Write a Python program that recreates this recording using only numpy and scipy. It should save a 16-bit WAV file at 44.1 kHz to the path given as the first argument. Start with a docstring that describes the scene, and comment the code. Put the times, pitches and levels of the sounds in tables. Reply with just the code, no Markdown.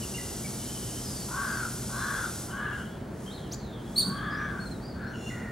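"""A bright hiss holds steady over the rumble and hum of a distant town, then returns in soft swells.
Small birds in the grove whistle, twitter and trill as sliding, trembling sines; a crow caws further off
as a wobbling tone through two throat resonances. A babbler close by on a branch gives quick upward
flicks, a loud squeak and soft peeps; a nasal and a reedy call, made of overtones, come last.
Sparse echoes from trunks and leaves surround every bird; the recorder adds a faint, very high whine."""
import sys
import numpy as np
from scipy import signal
from scipy.fft import rfft, irfft
from scipy.io import wavfile
from scipy.ndimage import uniform_filter1d

SR = 44100
rng = np.random.default_rng(int(sys.argv[2]) if len(sys.argv) > 2 else 0)


def dump_mix(stems):
    """Bounce the given channels to the path in sys.argv[1] as a 16-bit WAV at rate SR."""
    frames = np.atleast_2d(stems).T  # one column per channel
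    limited = np.clip(frames, -1, 1)  # hard clip at full scale
    pcm = np.round(limited * 32767).astype(np.int16)
    wavfile.write(sys.argv[1], SR, pcm)


N = 242991
TIME = np.arange(N) / SR   # s

# Bird levels are those of the dry calls, before echoes and placing.
# Spectra of noise: f/Hz, relative density/dB
HISS_SPECTRUM = [(1200, -15), (2500, -13.5), (3500, -7), (3780, -8.5), (5480, -2), (9850, -0.5),
                 (10900, -3.5), (11800, -3.5), (15800, -17)]
RUMBLE_SPECTRUM = [(15, -44), (25, -31), (48, -2.5), (97, -3), (127, -2.5), (148, -3.5), (221, -0.5),
                   (277, -7.5), (362, -7), (492, -12.5), (668, -14), (1060, -20.5), (1730, -24.5),
                   (2020, -30), (2400, -34.5), (3120, -59), (5280, -120)]
LOW_SWELL_SPECTRUM = [(130, -7), (185, 4.5), (230, -1.5), (300, -10), (600, -30.5)]
AIR_SPECTRUM = [(1180, -47), (2000, -7), (2830, -4.5), (3510, -6.5), (4580, -6.5), (5100, -10.5),
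                (14500, -16.5)]
# How alike the two channels of the background are: f/Hz, correlation
CHANNEL_LIKENESS = [(60, .999), (150, 1), (350, 0.906), (700, 0.52), (1500, 0.78), (4000, 0.93),
                    (12000, 0.3)]
# Swells of the hiss, and of the low rumble: peak t/s, level/dB, rise/(dB/s), fall/(dB/s)
HISS_SWELL_PEAKS = [(2.78, -53, 110, 58), (3.25, -52.5, 135, 41), (3.98, -52, 81, 40), (4.69, -56, 33, 48),
                    (5.29, -53, 86, 54)]
RUMBLE_SWELL_PEAKS = [(4.09, -34, 160, 110), (4.5, -40.5, 21, 8)]
# Three-note phrase: t after its start/s, length/s, f/Hz, slide/octaves, level re phrase/dB, roughness 0-1
PHRASE_NOTES = [(0, 0.029, 2880, -.1, -4, .35), (.126, 0.029, 2810, 0.046, 0, .08),
                (0.164, .016, 2016, -0.13, 0.5, .15)]
# Where the phrase is sung: t/s, level/dB
PHRASE_ENTRIES = [(.016, -36.5), (5.135, -39)]
# Thin sliding whistles in the trees: t/s, length/s, f/Hz, slide/octaves, level/dB, roughness 0-1
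SLIDING_NOTES = [(.44, 0.032, 2277, -.09, -43, 0.27), (.97, 0.29, 4930, -0.38, -45.5, 0.36),
                 (1.45, .17, 4650, -0.2, -48, 0.22), (1.92, .19, 4105, -0.029, -47.5, 0.07),
                 (3.262, .022, 3160, 0.077, -42.5, .12), (3.42, .058, 3180, -.22, -51.5, .44),
                 (3.58, .24, 3700, -.58, -52.5, 0.66), (4.307, 0.048, 4910, 0.079, -48.5, .55),
                 (4.36, .116, 5780, .05, -58, 0.55), (5.02, .11, 4254, 0, -55, 0.34),
                 (5.06, .076, 5800, 0.37, -62, .3)]
# Warbling trills: t/s, length/s, centre f/Hz, swings/Hz, level at mid-swing/dB
TRILL_RUNS = [(0.584, 0.46, 3068, 14, -51), (2.485, 0.396, 3030, 14, -52)]
# Arched, slightly hoarse chirps: t/s, length/s, top f/Hz, drop at the ends/octaves, level/dB
ARCHED_CHIRPS = [(3.296, 0.1, 4210, 0.42, -45), (4.812, .115, 4830, 0.18, -50),
                 (4.923, 0.056, 4560, .12, -56)]
# Runs of short rough notes: t/s, length/s, central f/Hz, level/dB
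SHORT_NOTE_RUNS = [(1.98, .29, 3480, -51), (2.55, .41, 3310, -58.5), (3.85, .28, 3390, -56),
                   (4.13, .19, 3356, -48), (4.35, .18, 3480, -55.5), (4.33, .14, 2310, -53)]
# Far twittering, and last a rough patch of the crow's overtone in its long caw: columns as above
TWITTER_RUNS = SHORT_NOTE_RUNS[:-1]
CAW_OVERTONE_PATCH = SHORT_NOTE_RUNS[-1:]
# Crow caws: t/s, length/s, attack/s, release/s, level/dB, lower resonance re upper/dB,
# upper resonance at mid-caw f/Hz, rasp rate at mid-caw f/Hz
CROW_CAWS = [(1.279, .41, 0.092, 0.045, -34, -1, 1495, 117),
             (1.886, .41, 0.17, 0.049, -33, -.5, 1520, 122.4),
             (2.479, .38, 0.14, 0.17, -34.5, -3, 1560, 120.5),
             (4.021, .65, 0.33, 0.22, -35.5, 2, 1625, 121.6),
             (4.93, .26, .13, 0.14, -40.5, -10, 1543, 125.8)]
# Quick upward flicks, and soft peeps, from the branch: t/s, length/s, f/Hz, slide/octaves, level/dB
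FLICK_NOTES = [(3.517, 0.031, 6650, 0.383, -39.5), (3.512, .028, 5700, 0.97, -43),
               (3.532, 0.017, 4500, 0.57, -41.5)]
PEEP_NOTES = [(4.598, 0.045, 4360, 0.018, -45.5), (4.657, .024, 4240, -0.029, -43),
              (4.71, 0.017, 4190, -.045, -43), (4.735, .053, 3880, -.07, -57)]
# Loud squeak close by: t/s, f/Hz, level/dB; its partials: multiple of f, level/dB
SQUEAK_CURVE = [(3.957, 3910, -22), (3.967, 4260, -18.5), (3.975, 4466, -29), (3.982, 4483, -15.5),
                (3.995, 4559, -18.5), (4.003, 4500, -19.5), (4.011, 4154, -25), (4.02, 3740, -30.5),
                (4.034, 3404, -46)]
SQUEAK_PARTIALS = [(1, 0.5), (1.5, -22), (2, -8), (3, -19)]
# Thin reedy call: t/s, f/Hz, level/dB; its partials: multiple of f, level/dB
REEDY_CURVE = [(5.13, 684, -67), (5.2, 690, -59), (5.3, 701, -55.5), (5.36, 712, -65), (5.44, 699, -70)]
REEDY_PARTIALS = [(4, 7), (5, -0.5), (6, -2), (8, -2), (9, -3), (10, 3.5), (12, -11)]
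# Nasal call: t/s, f/Hz, level/dB; its partials: multiple of f, level/dB
NASAL_CURVE = [(5.29, 502, -56), (5.315, 485, -46), (5.4, 490.5, -45), (5.51, 468, -45)]
NASAL_PARTIALS = [(2, -10), (3, -1.5), (4, 2), (5, -15)]

HISS_DB, HISS_STOPS_S, HISS_RELEASE_DB_PER_S = -40, 2.42, 71   # steady hiss, then its dying away
SWELL_ROUNDING_S = .025   # how blunt the top of a swell is
RUMBLE_DB, AIR_DB = -38.5, -61.0
HUM_HZ, HUM_DB = 124.8, -47.5   # centres of the wavering hum
SHORT_NOTE_S = .045   # approximate: each run holds a whole number of notes
RUN_SPREAD, RUN_SLIDE = .0245, .091   # scatter of pitch and of slide in a run, octaves
CAW_ONSET_DB, CAW_END_DB, CAW_EASE = 14.5, 12.5, 1.5   # depths and curve of attack and release
BILL_ARCH, RASP_ARCH = .13, .17   # share by which resonances and rasp rate sit lower at both ends
LOWER_FADE_DB = 15.5   # the lower resonance fades by this through the caw
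LOWER_THROAT_RATIO, LOWER_WIDTH_HZ, UPPER_WIDTH_HZ = .764, 200, 231
SQUEAK_PAN_DB, OVERTONE_PAN_DB = -1, .5   # the bill beams the overtones to the other side
WHINE_HZ, WHINE_DB, CUTOFF_HZ = 15734, -73, 15900


def from_db(db):
    """Decibels to gain."""
    return 10 ** (np.asarray(db) / 20)


def rms_one(x):
    """Scale to unit power."""
    return x / np.sqrt(np.mean(x ** 2) + 1e-20)


def in_time(rows):
    """Each column of a curve, interpolated sample by sample."""
    s, *columns = np.transpose(rows)
    return [np.interp(TIME, s, column) for column in columns]


def during(start, end, fade=.016):
    """One between two times, with short linear fades inside them; times and fade in s."""
    return np.clip(np.minimum(TIME - start, end - TIME) / fade, 0, 1)


def at_hz(points, hz):
    """Read a spectrum on a log-frequency axis."""
    f, value = np.transpose(points)
    return np.interp(np.log(hz + 1), np.log(f), value)


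def drift(rate_hz):
    """Smooth random wander of spread 1: noise through two equal low-pass poles at rate_hz."""
    # made at an eighth of the sample rate; the first samples let the filter settle
    r = np.exp(-16 * np.pi * rate_hz / SR)
    white = rng.standard_normal(N // 8 + 4002)
    slow = rms_one(signal.lfilter([1], [1, -2 * r, r * r], white)[4000:])
    return np.interp(np.arange(N) / 8, np.arange(len(slow)), slow)


def turn(hz):
    """Running phase of a pitch curve."""
    return 2 * np.pi * np.cumsum(hz) / SR


def noise(spectrum, likeness):
    """Stereo noise of a given colour and left-right likeness, falling away past its ends."""
    hz = np.arange(N // 2 + 1) * SR / N
    alike = np.clip(at_hz(likeness, hz), 0, 1)
    low_end = np.minimum(hz / spectrum[0][0], 1) ** 2
    high_end = (1 + (hz / spectrum[-1][0]) ** 12) ** -.5
    mid, side = rfft(rng.standard_normal((2, N)))
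    pair = np.sqrt(1 + alike) * mid + np.sqrt(1 - alike) * side * [[1], [-1]]
    colour = low_end * high_end * from_db(at_hz(spectrum, hz))
    return rms_one(irfft(pair * colour, N))


def swells(rows):
    """Gain of overlapping swells: each rises and falls evenly in dB around a rounded top."""
    power = 0
    for s, level_db, rise, fall in rows:
        away = np.hypot(TIME - s, SWELL_ROUNDING_S) - SWELL_ROUNDING_S
        power = power + from_db(level_db - away * np.where(TIME < s, rise, fall)) ** 2
    return np.sqrt(power)


def place(x, pan_db, lag):
    """Direction: the left channel is louder by pan_db and later by lag samples."""
    left, right = np.broadcast_to(x, (2, N))
    delay = np.exp(-2j * np.pi * np.arange(N // 2 + 1) * lag / N)
    late = irfft(rfft(left) * delay, N)
    return np.array([late * from_db(pan_db / 2), right * from_db(-pan_db / 2)])


def grove(x, wet_db, t60, width):
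    """Direct sound plus sparse echoes off leaves and trunks: an early burst and a tail of t60 seconds."""
    t = TIME[:SR]
    echoes = rng.standard_normal((2, SR)) * (rng.random((2, SR)) < .05) * (t > .004)
    mid, side = echoes * (from_db(-60 * t / t60) + 1.24 * np.exp(-t / .014))
    tail = rms_one(mid + width * side * np.array([[1], [-1]])) / np.sqrt(SR)
    wet = from_db(wet_db)
    scattered = signal.fftconvolve(x[None], tail, axes=1)[:, :N]
    return (x + wet * scattered) / np.sqrt(1 + wet ** 2)


def voice(rows, overtones, jitter, jitter_hz):
    """A syrinx tone as a sum of partials, all following one trembling pitch."""
    hz, level_db = in_time(rows)
    phase = turn(hz * (1 + jitter * drift(jitter_hz)))
    tone = sum(from_db(db) * np.sin(k * phase) for k, db in overtones)
    return during(rows[0][0], rows[-1][0]) * from_db(level_db) * tone


def whistles(notes, arch, rough, jitter=.0657, octave_db=-27):
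    """Each note slides through its pitch, `arch` octaves lower at both ends; rough notes tremble."""
    out, tremble, flutter = np.zeros(N), jitter * drift(450), drift(70)
    arches, roughness = np.broadcast_to(arch, len(notes)), np.broadcast_to(rough, len(notes))
    for (s, length, hz, slide, level_db), drop, shake in zip(notes, arches, roughness):
        at = np.flatnonzero((TIME >= s) & (TIME < s + length))
        u = (TIME[at] - s) / length   # 0 to 1 through the note
        octaves = slide * (u - .5) - drop * (2 * u - 1) ** 2
        phase = turn(hz * 2 ** octaves * (1 + shake * tremble[at]))
        rounded = np.abs(np.sin(np.pi * u)) ** .24
        envelope = from_db(level_db + 4 * shake * flutter[at]) * rounded
        out[at] += envelope * (np.sin(phase) + from_db(octave_db) * np.sin(2 * phase))
    return out


def short_notes(runs):
    """Runs of short rough notes, each with a chance pitch and slide."""
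    notes = []
    for s, length, hz, level_db in runs:
        count = max(1, round(length / SHORT_NOTE_S))
        note_s = length / count
        for k, (up, slide) in enumerate(rng.standard_normal((32, 2))[:count]):
            pitch = hz * 2 ** (RUN_SPREAD * up)
            notes.append((s + k * note_s, note_s, pitch, RUN_SLIDE * slide, level_db))
    return whistles(notes, arch=0, rough=.56)


def hiss():
    """Smooth bright noise, a shade to the left: it holds, dies away and returns in soft swells."""
    steady = from_db(HISS_DB - HISS_RELEASE_DB_PER_S * np.maximum(TIME - HISS_STOPS_S, 0))
    gain = np.hypot(steady, swells(HISS_SWELL_PEAKS))
    sound = noise(HISS_SPECTRUM, [(3000, 1.0), (12000, .8)])
    return place(gain * sound, pan_db=.3, lag=-1.27)


def town():
    """Far traffic rumble that swells low down, a hum wavering in pitch and level, and faint high air."""
    rumble = from_db(RUMBLE_DB) * noise(RUMBLE_SPECTRUM, CHANNEL_LIKENESS)
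    low_swells = swells(RUMBLE_SWELL_PEAKS) * noise(LOW_SWELL_SPECTRUM, CHANNEL_LIKENESS)
    hum_gain = from_db(HUM_DB + 2 * drift(1.8)) * np.sqrt(2)   # root 2: the level is an rms one
    hum = hum_gain * np.sin(turn(HUM_HZ + 1.53 * drift(4.3)))
    air = from_db(AIR_DB) * noise(AIR_SPECTRUM, CHANNEL_LIKENESS)
    return rumble + low_swells + hum + air


def phrases():
    """A clear three-note whistled phrase, sung twice."""
    notes, rough = [], []
    for start, start_db in PHRASE_ENTRIES:
        for s, length, hz, slide, db, shake in PHRASE_NOTES:
            notes.append((start + s, length, hz, slide, start_db + db))
            rough.append(shake)
    return whistles(notes, arch=0, rough=rough)


def sliding_whistles():
    """Thin whistles whose pitch slides evenly in octaves."""
    notes = np.array(SLIDING_NOTES)
    return whistles(notes[:, :-1], arch=0, rough=notes[:, -1])


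def trills(sweep=.0423, jitter=.0249, wander=.018):
    """The pitch swings up and down, loudest at the bottom of each swing."""
    out = np.zeros(N)
    for s, length, hz, per_s, level_db in TRILL_RUNS:
        swing = np.cos(2 * np.pi * per_s * (TIME - s))
        bend = sweep * swing + jitter * drift(260) + wander * drift(5.88)
        tone = np.sin(turn(hz * (1 + bend)))
        out += from_db(level_db) * during(s, s + length, fade=.017) * (1 - .62 * swing) * tone
    return out


def resonate(x, centre_hz, width_hz):
    """A band-pass whose centre may glide; its running power is evened to one over 25 ms."""
    carrier = np.exp(1j * turn(centre_hz * np.ones(N)))
    low_pass = signal.butter(2, width_hz / 2, fs=SR, output="sos")
    # shift the band to zero, smooth it, shift it back
    tone = (signal.sosfilt(low_pass, x / carrier) * carrier).real
    return tone / np.sqrt(np.abs(uniform_filter1d(tone ** 2, size=1100)) + 1e-12)


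def caw_controls():
    """Each caw swells and dies; rasp and resonances arch with the bill, the lower resonance fades."""
    u, points = np.linspace(0, 1, 40), []
    closed = (2 * u - 1) ** 2
    for s, length, attack, release, level_db, lower_db, hz, pulse_hz in CROW_CAWS:
        opening = np.maximum(1 - u * length / attack, 0) ** CAW_EASE
        closing = np.maximum(1 - (1 - u) * length / release, 0) ** CAW_EASE
        upper_db = level_db - CAW_ONSET_DB * opening - CAW_END_DB * closing
        fading_db = upper_db + lower_db - LOWER_FADE_DB * u ** 2
        upper_hz, rasp_hz = hz * (1 - BILL_ARCH * closed), pulse_hz * (1 - RASP_ARCH * closed)
        points += zip(s + u * length, fading_db, upper_db, upper_hz, rasp_hz)
    return in_time(points)


def crow(rasp=.3, overtone_db=-24, jitter=.02, wobble=.95):
    """Hoarse caws: a tone wobbling once every four cycles, through throat resonances led by the bill."""
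    lower_db, upper_db, upper_hz, pulse_hz = caw_controls()
    beat = turn(pulse_hz * (1 + jitter * drift(69.1)))
    # the wobble splits each harmonic into closely stacked lines
    phase = 4 * beat + wobble * np.sin(beat) + .3 * drift(250)
    source = sum(np.cos(k * phase) for k in range(1, 8)) * (1 + rasp * drift(200))
    lower = from_db(lower_db) * resonate(source, LOWER_THROAT_RATIO * upper_hz, LOWER_WIDTH_HZ)
    overtone = from_db(overtone_db) * resonate(source, 2.4 * upper_hz, 1350)
    upper = from_db(upper_db) * (resonate(source, upper_hz, UPPER_WIDTH_HZ) + overtone)
    gate = sum(during(s, s + length, fade=.0094) for s, length, *_ in CROW_CAWS)
    return (lower + upper) * gate


def twitters():
    """Far twittering as runs of short notes."""
    return short_notes(TWITTER_RUNS)


def arched_chirps():
    """Hoarse chirps whose pitch rises to a top and falls back."""
    notes = [(s, length, hz, 0, db) for s, length, hz, drop, db in ARCHED_CHIRPS]
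    return whistles(notes, arch=[row[3] for row in ARCHED_CHIRPS], rough=.43)


def small_birds():
    """All the whistled song in the trees, as dry sound."""
    return phrases() + sliding_whistles() + trills() + twitters() + arched_chirps()


def flicks():
    """Quick upward slides, made breathy by noise on their level."""
    tone = whistles(FLICK_NOTES, arch=.06, rough=.6, jitter=.088, octave_db=-22)
    return tone * (1 + .32 * rng.standard_normal(N))


def squeak():
    """A loud syrinx tone with overtones, roughened by air rushing through."""
    air = 1 + .056 * drift(2200)
    return voice(SQUEAK_CURVE, SQUEAK_PARTIALS, jitter=.011, jitter_hz=710) * air


def caw_overtone():
    """A rough patch of the crow's overtone around 2.3 kHz during its long caw, as short trembling notes."""
    return short_notes(CAW_OVERTONE_PATCH)


def peeps():
    """Short soft whistles with a marked octave."""
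    return whistles(PEEP_NOTES, arch=.024, rough=.12, jitter=.05, octave_db=-12)


def split_at(x, hz):
    """The parts of a sound below and above one frequency."""
    return [signal.sosfilt(signal.butter(6, hz, kind, fs=SR, output="sos"), x) for kind in ("low", "high")]


def babblers():
    """Close calls from the branch; the squeak's overtones scatter more widely than its tone."""
    low, high = split_at(squeak(), 6500)
    tone = grove(low, wet_db=-4, t60=.55, width=.3)
    overtones = grove(high, wet_db=-1, t60=.45, width=.6)
    soft = grove(flicks() + peeps(), wet_db=-7, t60=.5, width=.5)
    squeak_placed = place(tone, SQUEAK_PAN_DB, lag=0) + place(overtones, OVERTONE_PAN_DB, lag=0)
    return squeak_placed + place(soft, pan_db=.5, lag=0)


def reedy_call():
    """A thin call carried by its fourth and higher harmonics alone."""
    return voice(REEDY_CURVE, REEDY_PARTIALS, jitter=.00897, jitter_hz=149)


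def nasal_call():
    """A call without its fundamental, strongest in the third and fourth harmonics."""
    return voice(NASAL_CURVE, NASAL_PARTIALS, jitter=.046, jitter_hz=246)


def scene():
    """Hiss and town behind, birds in the trees, the crow to the left and the near babblers."""
    background = hiss() + town()
    # the crow's overtone patch shares the echoes and direction of the trees
    among_trees = small_birds() + caw_overtone() + reedy_call() + nasal_call()
    trees = grove(among_trees, wet_db=0, t60=.9, width=.17)
    caws = grove(crow(), wet_db=-1, t60=.55, width=.42)
    far_birds = place(trees, pan_db=-.3, lag=0) + place(caws, pan_db=2.0, lag=-.62)
    return background + far_birds + babblers()


def record(dry):
    """The recorder adds a faint electronic whine; the top is cut steeply."""
    whine = from_db(WHINE_DB) * np.sin(2 * np.pi * WHINE_HZ * TIME)
    steep_cut = signal.ellip(10, .1, 90, CUTOFF_HZ, fs=SR, output="sos")
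    return signal.sosfilt(steep_cut, dry + whine)


dry = scene()
out = record(dry)
dump_mix(out)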